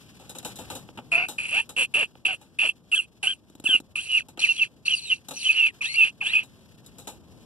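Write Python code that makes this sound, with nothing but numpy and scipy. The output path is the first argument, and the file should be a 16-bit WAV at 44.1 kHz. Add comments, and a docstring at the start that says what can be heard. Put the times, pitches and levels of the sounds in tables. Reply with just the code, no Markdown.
"""Squealing rodent in a wire trap

A squirrel-sized rodent on a lawn gives fifteen hoarse calls: harmonic notes, rasping breath and hiss.
Throat and teeth resonances shape the calls, and sparse echoes give them a short tail.
Bursts of noise and single knocks ring mesh and tread plate as scuffs, drumming and claws.
A far rumble and a soft rustle of shaped noise lie below; two ports hear phase and level differences."""
import sys
import numpy as np
from scipy import signal
from scipy.fft import rfft, irfft
from scipy.io import wavfile
from scipy.ndimage import uniform_filter1d

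SR = 44100
rng = np.random.default_rng(int(sys.argv[2]) if len(sys.argv) > 2 else 0)


def file_out(sig):
    """Save sig as 16-bit WAV at sys.argv[1]."""
    # one column per channel
    cols = np.atleast_2d(sig).T
    # limit, then scale
    lim = np.clip(cols, -1, 1)
    pcm = np.round(lim * 32767).astype(np.int16)
    wavfile.write(sys.argv[1], SR, pcm)


N = 328545

# calls, levels sliding evenly from start to end: (start [s], length [s], rasp start level [dB],
# rasp end level [dB], hiss start level [dB], hiss end level [dB])
CALLS = [(1.114, 0.19, -26.5, -41.5, -52.5, -62), (1.38, 0.27, -22.5, -37, -45.5, -53.5),
         (1.763, 0.1, -22, -18.5, -41.5, -28.5), (1.938, 0.13, -18.5, -27, -42, -46),
         (2.25, 0.12, -25.5, -35, -61, -42), (2.586, 0.14, -19.5, -33, -47, -51.5),
         (2.915, 0.15, -45.5, -38, -27.5, -60), (3.227, 0.14, -17, -45.5, -35, -52),
         (3.638, 0.16, -41, -37, -43, -38), (3.954, 0.28, -27.5, -51.5, -42, -67),
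         (4.391, 0.29, -35.5, -41.5, -38, -65), (4.854, 0.35, -41, -49.5, -42, -63.5),
         (5.335, 0.37, -57, -37, -53, -50.5), (5.813, 0.2974, -46, -38.5, -50, -51),
         (6.205, 0.24, -38.5, -26.5, -58, -60.5)]
# bell-shaped chest pushes: (centre [s], half width at 1/e of the lift [s], rasp lift [dB], hiss lift [dB])
PUSHES = [(1.144, 0.038, 10, 10.5), (1.568, 0.053, 14.5, 9), (1.815, 0.07, 2, -1.5),
          (2.263, 0.022, 13.5, 18.5), (2.671, 0.06, 6.5, 7), (2.92, 0.021, 19.5, -13),
          (3.765, 0.039, 14, -5.5), (4.181, 0.075, 22, 16), (4.45, 0.064, 14.5, -0.5),
          (4.641, 0.065, 13.5, 9), (4.899, 0.058, 17.5, -2.5), (5.123, 0.028, 24.5, 8.5),
          (5.448, 0.088, 10, 9.5), (5.601, 0.23, 19, -2), (5.85, 0.026, 17, 5), (6.049, 0.1, 21, 3.5),
          (6.268, 0.028, 13, 16), (6.345, 0.046, 10, 8.5)]
# voiced notes, pitch before waver: (start [s], length [s], start pitch [Hz], middle pitch [Hz],
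# end pitch [Hz], start level [dB], change of level [dB])
NOTES = [(1.118, 0.14, 676.6, 703, 737, -16.5, -5.5), (1.512, 0.1, 470.4, 795, 921, -28.5, 10.5),
         (1.764, 0.071, 447, 537, 459.2, -28.5, 8), (1.949, 0.094, 388.3, 602.5, 354.7, -20, -3),
         (2.281, 0.073, 720, 745, 420, -16.5, -17.5), (2.622, 0.054, 870.5, 610, 399, -22, -4.5),
         (2.689, 0.017, 2634, 2859, 3400, -17.5, -14.5), (2.916, 0.049, 1471, 1325, 1275, -31, 7.5),
         (2.949, 0.034, 1577, 1675, 1392, -25.5, 3.5), (2.987, 0.025, 1483, 1372, 1461, -22, -21.5),
         (3.232, 0.037, 831, 759, 685, -20, -11.5), (3.269, 0.068, 1417, 1612, 1438, -19, -15),
         (3.652, 0.023, 1635, 1398, 1359, -27.5, -1.5), (3.674, 0.09, 1682, 1549, 1333, -21, -0.5),
         (3.956, 0.018, 1291, 1203, 1143, -28.5, -4), (3.975, 0.046, 1160, 1495, 1739, -34.5, -5),
         (4.087, 0.096, 2997, 2882, 2784, -24.5, 4), (4.167, 0.041, 2810, 2313, 1316, -17.5, -4),
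         (4.406, 0.077, 3912, 2587, 1700, -16.5, -4), (4.478, 0.046, 2980, 2777, 2735, -17.5, -6),
         (4.563, 0.04, 3365, 3307, 2700, -26, 8.5), (4.606, 0.049, 2670, 2500, 1396, -19.5, -4.5),
         (4.851, 0.03, 4630, 4340, 4820, -14.5, 7.5), (4.877, 0.011, 2508, 2750, 3160, -19, 0),
         (4.889, 0.068, 3240, 3020, 2643, -16.5, -5.5), (4.95, 0.055, 4723, 4555, 3790, -7, -5.5),
         (5.016, 0.085, 4370, 3970, 3630, -15.5, 3), (5.096, .042, 3190, 2890, 2700, -11.5, -11.5),
         (5.358, 0.029, 5850, 5846, 5750, -5.5, 4.5), (5.384, 0.058, 5300, 4400, 3385, -12, -10),
         (5.441, 0.042, 3280, 3062, 2991, -21.5, 9.5), (5.486, 0.033, 2608, 2580, 2546, -18, 0.5),
         (5.522, 0.03, 4680, 4480, 4140, -13, -12), (5.548, 0.07, 2955, 2911, 2613, -24.5, 7.5),
         (5.617, 0.094, 2632, 2553, 1778, -19.5, -7), (5.808, 0.029, 1291, 1123, 999, -28, 0),
         (5.851, .083, 1638, 2070, 2127, -22.5, -1.5), (5.939, 0.031, 2130, 2260, 2355, -22.5, 4),
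         (5.961, 0.082, 2878, 2658, 2554, -23.5, 8), (6.21, 0.04, 1323, 815, 707, -22, -11.5),
         (6.247, 0.077, 1546, 1753, 2168, -29.5, 8.5), (6.333, 0.066, 2660, 2525, 2613, -15.5, -9)]
# throat resonances: (centre [Hz], width of one pass [Hz], gain [dB])
THROAT = [(725, 2000, -20.5), (2680, 626, 2), (3214, 144, -7), (4400, 780, -25.5), (5750, 910, -33)]
# main throat bands of the first calls: (centre [Hz], width of one pass [Hz], gain [dB])
TIGHT_THROAT = [(2540, 460, 4), (2950, 310, -16)]
# resonances at the teeth: (centre [Hz], width of one pass [Hz], gain [dB])
TEETH = [(4204, 1000, -7), (5980, 750, -9), (7435, 1000, 3), (9748, 1330, 5.5), (13000, 430, -11.5)]
# mouth opening, lifting the breath in the two lowest teeth bands: (time [s], lift [dB])
GAPE = [(3.8, 4), (4.3, 18), (5.9, 16), (6.2, 8)]
# feet and tail, levels driving the resonances: (time [s], mesh scratch [dB], plate and ground thud [dB],
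# 60 dB decay [s])
SCUFFS = [(0.1972, -54.5, -50.5, 0.42), (0.2943, -35.5, -46.5, 0.12), (0.3502, -41.5, -43, 0.21),
          (0.385, -32.5, -64, 0.042), (0.428, -47, -49, 0.092), (0.448, -30.5, -34, 0.19),
          (0.557, -40, -63, 0.18), (0.587, -42, -40.5, 0.25), (0.7006, -35.5, -35.5, 0.24),
          (0.752, -34.5, -44, 0.13), (0.9739, -49.5, -34.5, 0.11), (1.285, -31, -38, 0.19),
          (1.6917, -37, -41.5, 0.13), (2.413, -52, -51.5, 0.17), (4.2849, -44, -49, 0.1),
          (4.374, -46, -35.5, 0.076), (5.285, -33, -40.5, 0.083), (5.3081, -36, -37.5, 0.15),
          (6.432, -45, -51.5, 0.13), (6.862, -42.5, -62, 0.076), (6.984, -41, -48, 0.2),
          (7.072, -34, -37.5, 0.18)]
# quick drumming on the plate: (time [s], drive level [dB])
DRUMS = [(3.499, -49), (3.552, -44), (3.599, -40.5), (3.641, -36), (3.689, -36.5), (3.748, -37.5),
         (3.801, -37.5)]
# claws knocking the plate: (time [s], drive level [dB])
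KNOCKS = [(.889, -29), (0.988, -25), (2.154, -35)]
# wire mesh resonances: (centre [Hz], width of one pass [Hz], gain [dB])
MESH = [(2890, 2700, -9.5), (3880, 480, 16), (7850, 2800, 7.5), (9840, 6300, 6.5), (13400, 4000, -4)]
# tread plate resonances: (centre [Hz], width of one pass [Hz], gain [dB])
PLATE = [(278, 170, -3), (524, 110, -2), (844, 260, -3), (1245, 430, -10), (2700, 1200, -13)]
# background: (time [s], far rumble level [dB], grass and fur rustle level before flicker [dB])
BED = [(0, -55, -59.5), (.75, -47, -53), (.9, -50.5, -63.5), (2, -56.5, -66), (3.3, -58, -69),
       (4.3, -55, -69), (5.3, -57, -65), (6.6, -54.5, -63.5), (7.45, -50, -63)]
# rumble colour: (frequency [Hz], relative level per Hz [dB])
RUMBLE = [(55, -4), (110, 2), (230, -0.5), (500, -11.5), (1100, -19.5), (2000, -43), (3000, -50)]
# rustle colour: (frequency [Hz], relative level per Hz [dB])
RUSTLE = [(300, -9.5), (3000, 3.5), (8000, -5), (13900, -10.5), (14500, -31)]
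# call at the two ports, before smoothing: (frequency [Hz], left lead [rad], left minus right [dB])
CALL_PORTS = [(400, 0.03, -2), (1673, 0.7, 1.5), (2247, 3.92, 6), (2690, 5.56, -5), (3526, 4.67, 6),
              (3780, 4.9, -13.5), (4290, 2.6, 10), (5130, 9.1, -6.5), (5845, 4.14, 1.5), (6400, 3.55, 1),
              (8700, 5.46, 1.5), (11900, 4.5, -2)]
# cage and lawn at the ports: (frequency [Hz], left lead [rad], left minus right [dB], likeness [0-1])
LAWN_PORTS = [(60, 0, 2.5, .4), (300, 0, 2.5, .65), (700, 0, 1.5, .97), (1500, 0, -1, .95),
              (1950, 2.9, 0, .98), (2250, 3.4, 1, .98), (3200, 6.3, 1, .8), (6450, 15.7, 3, .85),
              (14000, 37, 6, .4)]

OPENS_S, OPENING_S = 1.25, 0.41  # when the throat starts to open, and how long it takes
ATTACK_S, RELEASE_S = 0.0019, 0.043  # breath of each call
NOTE_SWELL_DB = 5.5  # mid-note lift
STEEP = 3  # order of the main throat bands and the teeth
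WHISTLE_HZ = 2450  # notes starting here or higher keep a faint octave
BODY_DB, VOICE_BODY_DB = -8, 0  # rasp and voice into the lowest throat band
BODY_PER_GAPE = -.3  # dB in that band per dB of gape: it fades as the mouth widens
EDGE_HZ = 14250  # upper band limit
HZ = np.fft.rfftfreq(N, 1 / SR)


def folds():
    """Vocal folds give harmonics on a wavering pitch; slack, low folds beat unevenly and leak air."""
    hz, level, octave = np.zeros((3, N))
    for start, length, start_hz, mid_hz, end_hz, db, change_db in NOTES:
        span, u = progress(start, length)
        arch = 4 * u * (1 - u)
        bend_hz = mid_hz - (start_hz + end_hz) / 2
        hz[span] = start_hz + (end_hz - start_hz) * u + bend_hz * arch
        if start_hz < WHISTLE_HZ:
            # the octave grows as the folds tighten, then gives way
            octave[span] = (hz[span] / 850) ** 1.61 / (1 + (hz[span] / 2600) ** 16)
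        else:
            octave[span] = .35
        level[span] = amp(db + change_db * u + NOTE_SWELL_DB * arch)
    level = np.minimum(level, uniform_filter1d(level, size=200))  # softens the note edges
    slack = 1 / (1 + (hz / 1100) ** 4)
    waver_hz = 6 + .014 * hz + .025 * np.maximum(hz - 3300, 0) + .011 * hz * slack
    turns = np.cumsum(hz + waver_hz * wander(150, N)) / SR
    shimmer = amp(2.2 * wander(90, N))
    overtones = sum(np.cos(2 * np.pi * k * turns) / (1 + (k * hz / 3400) ** 4) for k in range(3, 9))
    leak = 1.8 * rng.standard_normal(N) * slack
    stack = np.cos(2 * np.pi * turns) + octave * np.cos(4 * np.pi * turns) + 0.72 * overtones
    growl = 1 + .6 * np.cos(np.pi * turns) / (1 + (hz / 640) ** 8)  # slack folds beat strong-weak
    # the sharp closing of the folds, kept inside the band
    edge = sum(np.cos(2 * np.pi * k * turns) * (k * hz < EDGE_HZ) for k in range(2, 6))
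    voice = level * shimmer * (stack * growl + leak)
    return voice, amp(-46.0) * level * shimmer * edge


def breath(edge):
    """Air through the tight throat rasps in uneven puffs and hisses at teeth that ring with the edge."""
    t, gate, db = np.arange(N) / SR, np.zeros(N), np.zeros((2, N))
    for start, length, rasp_db, rasp_end_db, hiss_db, hiss_end_db in CALLS:
        span, u = progress(start, length)
        gate[span] = np.minimum(1, u * length / ATTACK_S) * np.minimum(1, (1 - u) * length / RELEASE_S)
        db[:, span] = np.outer([rasp_db, hiss_db], 1 - u) + np.outer([rasp_end_db, hiss_end_db], u)
    for s, width, *lift_db in PUSHES:
        span, u = progress(s - 3 * width, 6 * width)
        db[:, span] += np.outer(lift_db, np.exp(-(6 * u - 3) ** 2))
    puffs = amp(2.5 * wander(220, 3, N))
    air = evened(rng.standard_normal((3, N)) * puffs)
    rasp, low, high = gate * amp(db[[0, 1, 1]]) * air
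    low, high = [low, high] * amp(1.8 * wander(400, 2, N))  # the hiss comes and goes
    gape_db, = columns(GAPE, t)
    low_hiss = ring(low * amp(gape_db) + edge, TEETH[:2], order=STEEP)
    high_hiss = ring(high + edge, TEETH[2:], order=STEEP)
    return amp(12.5) * rasp, amp(8.5) * (low_hiss + high_hiss)


def throat(rasp, voice):
    """Rasp and voice ring a throat whose main band starts low and narrow, then opens in the first calls."""
    t, both = np.arange(N) / SR, rasp + voice
    opened = np.clip((t - OPENS_S) / OPENING_S, 0, 1)
    gape_db, = columns(GAPE, t)
    body = (rasp * amp(BODY_DB) + voice * amp(VOICE_BODY_DB)) * amp(BODY_PER_GAPE * gape_db)
    wide = ring(both * opened, THROAT[1:], order=STEEP)
    tight = ring(both * (1 - opened), TIGHT_THROAT + THROAT[3:], order=STEEP)
    return wide + tight + ring(body, THROAT[:1])


def garden(x):
    """Sparse echoes from the plate, pots and fence give each call a short tail."""
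    count, slot = 300, 22  # one echo at a random sample of each 22-sample slot
    taps = np.zeros(count * slot)
    at = np.arange(count) * slot + rng.integers(0, slot, count)
    taps[at] = rng.choice([-1., 1.], count) * amp(-60 * at / SR / 0.048)  # 60 dB down in 48 ms
    return signal.oaconvolve(x, taps / np.linalg.norm(taps))[:N]


def scuffs():
    """Dying bursts of grit scratch the mesh and thud the plate; single impulses knock and drum on it."""
    t, drive = np.arange(SR // 3) / SR, np.zeros((2, N + SR))
    taps, knocks = np.zeros((2, N))
    for s, scratch_db, thud_db, t60 in SCUFFS:
        at = round(s * SR)
        shape = np.minimum(1, t / 0.00006) * amp(-60 * t / max(t60, .01))
        knocks[at] = amp(thud_db + 3.0)  # the first contact
        drive[:, at:][:, :len(t)] += amp([[scratch_db], [thud_db]]) * shape
    for s, db in DRUMS:
        at = round(s * SR)
        taps[at] = amp(db)
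        drive[0, at:][:len(t)] += amp(db - 3.0 - 60 * t / 0.038)  # the mesh rattles along
    for s, db in KNOCKS:
        knocks[round(s * SR)] = amp(db)
    grit = evened(rng.standard_normal((2, N)) * amp(1.0 * wander(60, 2, N)))
    scratch = [ring(drive[0, :N] * g, MESH) * amp(-5.5) for g in grit]
    thud = [ring(drive[1, :N] * g, PLATE) * amp(21.0) for g in rng.standard_normal((2, N))]
    drumming = amp(47.0) * (ring(taps, PLATE[:1]) + 0.24 * ring(taps, PLATE[1:]))
    return np.add(scratch, thud) + drumming + amp(30.5) * ring(knocks, PLATE)


def bed():
    """Shaped noise makes a far rumble and a soft, flickering rustle of grass and fur."""
    rumble_db, rustle_db = columns(BED, np.arange(N) / SR)
    flicker_db = 3 * evened(uniform_filter1d(wander(700, N), size=300))
    return amp(rumble_db) * coloured(RUMBLE) + amp(rustle_db + flicker_db) * coloured(RUSTLE)


def amp(db):
    """Turns decibels into an amplitude factor."""
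    return 10 ** (np.asarray(db) / 20)


def evened(x):
    """Scales x to an RMS of one."""
    return x / np.sqrt(np.mean(x ** 2) + 1e-20)


def wander(size, *shape):
    """Slow random movement: noise averaged over size samples, at an RMS of one."""
    return evened(uniform_filter1d(rng.standard_normal(shape), size=size))


def progress(start, length):
    """The samples of an event and how far it has run, 0 to 1."""
    span = slice(round(start * SR), round((start + length) * SR))
    return span, np.linspace(0, 1, span.stop - span.start)


def columns(table, at):
    """Reads every column of a table along its first."""
    first, *rest = np.transpose(table)
    return [np.interp(at, first, c) for c in rest]


def ring(x, modes, order=2):
    """Passes x through parallel resonances, each applied order times for steep flanks."""
    gain = sum(amp(db) / (1 + 2j * (HZ - hz) / width) ** order for hz, width, db in modes)
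    return irfft(rfft(x) * gain, N)


def coloured(points):
    """Two unrelated noises with a spectrum given on a log-frequency axis."""
    hz, db = np.transpose(points)
    gain = amp(np.interp(np.log(HZ + 1), np.log(hz + 1), db))
    return evened(irfft(rfft(rng.standard_normal((2, N))) * gain, N))


def ports(left, right, lead, balance_db):
    """Turns the right port's phase back by the lead at each frequency and splits the level."""
    tilt = amp(balance_db / 2)
    return np.array([irfft(left * tilt, N), irfft(right * np.exp(-1j * lead) / tilt, N)])


def scene():
    """Places the call and the cage and lawn sounds at the two ports."""
    voice, edge = folds()
    rasp, hiss = breath(edge)
    call = throat(rasp, voice) + hiss
    call = rfft(call + amp(-17.0) * garden(call))
    call_lead, call_balance_db = uniform_filter1d(columns(CALL_PORTS, HZ), size=1500)
    lead, balance_db, like = columns(LAWN_PORTS, HZ)
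    like = np.clip(like, 0, 1)
    near, other = rfft(scuffs() + bed())
    right = like * near + np.sqrt(1 - like ** 2) * other  # partly the same sound as the left
    lawn = ports(near, right, lead, balance_db)
    return ports(call, call, call_lead, call_balance_db) + lawn


def record(dry):
    """A high-pass cuts the deepest bass and a low-pass limits the treble."""
    thin = signal.sosfilt(signal.butter(4, 48., "high", fs=SR, output="sos"), dry)
    return signal.oaconvolve(thin, signal.firwin(511, EDGE_HZ, window=("kaiser", 9), fs=SR)[None], "same")


dry = scene()
out = record(dry)
file_out(out)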